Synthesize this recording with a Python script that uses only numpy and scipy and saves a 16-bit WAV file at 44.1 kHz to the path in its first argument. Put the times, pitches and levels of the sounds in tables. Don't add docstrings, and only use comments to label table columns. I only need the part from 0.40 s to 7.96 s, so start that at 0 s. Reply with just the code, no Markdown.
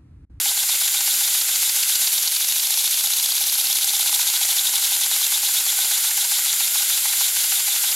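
import sys
import numpy as np
from scipy import signal
from scipy.fft import rfft, irfft, next_fast_len
from scipy.io import wavfile
from scipy.ndimage import map_coordinates

SR = 44100
rng = np.random.default_rng(int(sys.argv[2]) if len(sys.argv) > 2 else 0)


def output_pcm(signal):
    pcm = np.clip(np.atleast_2d(signal).T, -1, 1) * 32767
    wavfile.write(sys.argv[1], SR, np.round(pcm).astype(np.int16))


N = 333204

# (pitch [Hz], relative level [dB], time to fade by 60 dB [s])
FRAME_NOTES = [(799.4, 12, 0.04), (1010, 13, 0.011), (1484, 10.5, 0.017)]
# (frequency [Hz], relative level [dB])
RATTLE_COLOUR = [(600, -41), (950, -2), (1200, -4.5), (1500, 0.5), (1780, 0.5), (2300, 2.5), (2900, 7),
                 (4000, -32), (8000, -33)]


def amp(db):
    return 10 ** (np.asarray(db) / 20)


def unit(x):
    return x / np.sqrt(np.mean(x ** 2) + 1e-20)


def curves(rows):
    times, *columns = np.transpose(rows)
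    return [np.interp(np.arange(N) / SR, times, column) for column in columns]


def wobble(rate):
    points = rng.standard_normal(int(N * rate / SR) + 4)
    return map_coordinates(points, [np.arange(N) * rate / SR])


def filtered(x, response):
    size = next_fast_len(N + 8192)
    return irfft(rfft(x, size) * response(np.fft.rfftfreq(size, 1 / SR)), size)[:N]


def rush(colour):
    points_hz, db = np.transpose(colour)
    noise = rng.standard_normal(N)
    return unit(filtered(noise, lambda hz: amp(np.interp(np.log(hz + 1), np.log(points_hz), db))))


def breathy_tone(centre_hz, width_hz):
    angle = 2 * np.pi * np.cumsum(centre_hz * np.ones(N)) / SR
    a, b = (filtered(rng.standard_normal(N), lambda hz: 1 / (1 + (hz / width_hz) ** 2)) for _ in range(2))
    return unit(a * np.cos(angle) + b * np.sin(angle))


def swell(turn, angle, width):
    distance = (turn - angle + .5) % 1 - .5
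    return np.exp(-.5 * (distance / width) ** 2)


def each_turn(turn, spread_db):
    index = (turn + 1.5).astype(int)
    return amp(spread_db * rng.standard_normal(index.max() + 1))[index]


def strikes(turn, angle, scatter_s, spread_db):
    passes = np.flatnonzero(np.diff(np.floor(turn - angle)))
    late, size = rng.standard_normal((len(passes), 2)).T
    at = np.clip(passes + late * scatter_s * SR, 0, N - 1).astype(int)
    return np.bincount(at, amp(spread_db * size), N)


def ringing(blows, notes):
    t = np.arange(SR // 8) / SR
    ring = sum((-1) ** k * amp(db - 60 * t / fade_s) * np.sin(2 * np.pi * hz * t)
               for k, (hz, db, fade_s) in enumerate(notes))
    return signal.fftconvolve(blows, ring / np.abs(ring).max())[:N]


def leak(whistle_db):
    # (frequency [Hz], relative level [dB])
    hiss_colour = [(200, -45), (600, -22.5), (1200, -18.5), (1450, -14), (1780, -15), (2600, -7.5),
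                   (3500, -1.5), (5600, -5), (6600, -1.5), (8800, -5), (10600, -1), (12700, -1),
                   (13600, -6), (15500, -11.5)]
    # (pitch [Hz], width [Hz], base level [dB])
    gap_tones = [(1510, 150, -48), (2100, 180, -45), (4930, 220, -45), (7240, 340, -32.3), (8300, 220, -41),
                 (9150, 160, -35.5), (10800, 550, -34), (12250, 330, -33.5)]
    hiss = amp(-23 + .046 * whistle_db + .64 * wobble(14)) * rush(hiss_colour)
    whistle = sum(amp(db + .45 * wobble(18)) * breathy_tone(hz, width) for hz, width, db in gap_tones)
    return hiss + amp(whistle_db) * whistle


def shop():
    # (time [s], level [dB])
    hum_levels = [(0, -68), (1.2, -71), (3.3, -88), (3.8, -69), (7.56, -66)]
    # (frequency [Hz], relative level [dB])
    murmur_colour = [(20, -17), (60, -7), (150, -2.5), (300, -1), (500, 0.5), (900, 1.5), (3000, -37)]
    hum_db, = curves(hum_levels)
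    hum_hz = 35.2 + .7 * wobble(4)
    hum = np.sin(2 * np.pi * np.cumsum(hum_hz) / SR)
    return amp(-59) * rush(murmur_colour) + amp(hum_db) * unit(hum)


def valve(turn, pressure_db):
    # (frequency [Hz], relative level [dB])
    puff_colour = [(700, -14), (2000, -9), (4400, 7), (6000, 10), (8000, 6), (12000, -36), (15500, -40)]
    # (pitch [Hz], width [Hz], base level [dB], growth [dB per dB of pressure])
    chamber_tones = [(3800, 300, -36.5, 1.5), (4380, 790, -31, 1.65), (6110, 2600, -27, -1.5),
                     (11400, 400, -36.5, -12)]
    jet = amp(-25 + .15 * pressure_db) * rush(puff_colour)
    chamber = sum(amp(db + growth * pressure_db) * breathy_tone(hz, width)
                  for hz, width, db, growth in chamber_tones)
    opening = swell(turn, angle=.244, width=.021 * amp(1.06 * pressure_db))
    return opening * each_turn(turn, spread_db=.5) * (jet + chamber)


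def crank(turn, speed, haste, pressure_db):
    ahead = turn + .003 * speed
    first = strikes(ahead, angle=.295, scatter_s=.0008, spread_db=1.2)
    second = strikes(ahead, angle=.785, scatter_s=.0008, spread_db=1)
    rub = .27 + .14 * haste + .6 * swell(ahead, .13, width=.06) + .5 * swell(ahead, .82, width=.05)
    force = .65 * first + second + .031 * rub * rng.standard_normal(N)
    ring = sum((-1) ** k * amp(note[1]) * ringing(force * each_turn(ahead, spread_db=1.2), [note])
               for k, note in enumerate(FRAME_NOTES))
    knock_db = -44.5 - 1.13 * pressure_db
    loose = swell(ahead, angle=.8, width=.038) + .9 * swell(ahead, angle=.3, width=.03)
    rattle_db = -30.8 - 3.5 * haste + 2.5 * wobble(400)
    return amp(knock_db) * unit(ring) + amp(rattle_db) * loose * rush(RATTLE_COLOUR)


def bench(turn, speed, pressure_db):
    # (pitch [Hz], relative level [dB], time to fade by 60 dB [s])
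    bench_notes = [(86, -5, 0.045), (145, -1.5, 0.026), (217, -3, 0.031), (320, -11.5, 0.039)]
    ahead = turn + .012 * speed
    shove = strikes(ahead, angle=.288, scatter_s=.0003, spread_db=1)
    rebound = strikes(ahead, angle=.37, scatter_s=.0005, spread_db=2)
    far_end = strikes(ahead, angle=.785, scatter_s=.0005, spread_db=2)
    thump_db = -51 - .41 * pressure_db
    return amp(thump_db) * ringing(shove + amp(-8) * rebound + amp(-9.5) * far_end, bench_notes)


def exhaust(turn, haste, pressure_db):
    # (frequency [Hz], relative level [dB])
    jet_colour = [(400, -40), (1750, -19), (2250, 1), (2850, -8), (4300, 5), (5600, 5.5), (6100, 8),
                  (7500, 4), (8800, 2), (11300, 8.5), (13000, 1.5), (15500, -24)]
    # (lowest pitch [Hz], width [Hz], base level [dB], growth [dB per dB of pressure])
    cylinder_tones = [(3580, 400, -27, 0), (10350, 550, -40, 1.9)]
    chuff_db = 3.5 * haste - .8 * pressure_db
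    release = swell(turn, angle=.747, width=.075)
    sweep = swell(turn, angle=.0066, width=.11)
    inlet = swell(turn, angle=.28, width=.035)
    body = amp(-23.5 + .12 * pressure_db) * rush(jet_colour)
    treble = amp(-36 + 2 * pressure_db) * breathy_tone(centre_hz=11500, width_hz=1250)
    seep = amp(-16 + 1.04 * pressure_db)
    passing = seep + amp(-1.5) * release + amp(-5.5 + 1.6 * chuff_db) * sweep + amp(-6.5) * inlet
    flow = passing * amp(1.5 * wobble(500)) * (body + treble)
    length = 1 - .17 * (1 - np.cos(2 * np.pi * (turn - .96)))
    ring = sum(amp(db + growth * pressure_db) * breathy_tone(hz / length, width)
               for hz, width, db, growth in cylinder_tones)
    drive = amp(chuff_db) * (sweep + amp(-10) * release + amp(-15.5) * inlet)
    return (flow + drive * ring) * each_turn(turn, spread_db=.5)


def echo(sound, fade_s):
    t = np.arange(SR // 2) / SR
    tail = rng.standard_normal(len(t)) * amp(-60 * t / fade_s)
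    return signal.fftconvolve(sound, tail / np.linalg.norm(tail))[:N]


def spits():
    # (time [s], starting level [dB], rough pitch [Hz])
    air_spits = [(1.4284, -22, 7300), (1.5556, -25, 7330), (1.6733, -22, 7240), (3.4436, -14, 9700),
                 (3.746, -12, 10500), (4.0492, -19, 7300), (4.2722, -29, 3550)]
    out, t = np.zeros(N + SR), np.arange(SR // 20) / SR
    for start_s, db, hz in air_spits:
        band = signal.butter(2, [.65 * hz, 1.25 * hz], "band", fs=SR)
        burst = unit(signal.lfilter(*band, rng.standard_normal(len(t))))
        out[round(start_s * SR):][:len(t)] += amp(db - 60 * t / .04) * burst
    return out[:N]


def hard_knocks():
    # (time [s], relative level [dB])
    knocks = [(3.794, -20), (4.519, -23), (5.776, -23), (6.06, -45), (6.502, -29), (6.809, -25),
              (7.121, -23.5)]
    times, db = np.transpose(knocks)
    blows = np.bincount(np.round(times * SR).astype(int), amp(db), N)
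    t = np.arange(SR // 10) / SR
    crack = signal.fftconvolve(blows, amp(-60 * t / .042))[:N] * rush(RATTLE_COLOUR)
    return amp(-7) * (ringing(blows, FRAME_NOTES) + crack)


def thin_bass(x, below_hz):
    return filtered(x, lambda hz: hz ** 2 / np.hypot(hz ** 2, below_hz ** 2))


def scene():
    # (time [s], speed [turns a second])
    crank_speeds = [(0.0, 8.81), (0.6, 7.602), (1.1, 7.033), (1.4, 7.503), (1.7, 8.882), (2.0, 12.353),
                    (2.3, 14.288), (2.7, 15.721), (3.1, 17.398), (3.4, 17.212), (3.7, 15.087),
                    (4.1, 12.686), (4.5, 10.698), (5.0, 8.955), (5.5, 7.772), (6.0, 7.005), (6.7, 6.475),
                    (7.56, 6.194)]
    # (time [s], valve pressure [dB], leak whistle [dB])
    air_supply = [(0, -0.5, 1.5), (1.2, 2.2, 1.5), (1.65, 4.5, 1.5), (1.95, 4.5, -6), (3.3, 4.5, -7.5),
                  (3.65, 0.5, 0.5), (4.5, -0.5, .5), (5.8, -0.5, 1.9), (7.56, -0.2, 2.3)]
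    speed, = curves(crank_speeds)
    pressure_db, whistle_db = curves(air_supply)
    turn = -.741 + np.cumsum(speed) / SR
    haste = np.log2(speed / speed.min())
    air = valve(turn, pressure_db) + exhaust(turn, haste, pressure_db) + spits()
    metal = crank(turn, speed, haste, pressure_db) + hard_knocks()
    engine = thin_bass(air + metal, below_hz=486) + bench(turn, speed, pressure_db)
    mix = leak(whistle_db) + shop() + engine + amp(-15) * echo(engine, fade_s=.4)
    return np.tile(mix, (2, 1))


def record(dry):
    return np.array([filtered(channel, lambda hz: hz < 15800) for channel in dry])


dry = scene()
out = record(dry)
output_pcm(out)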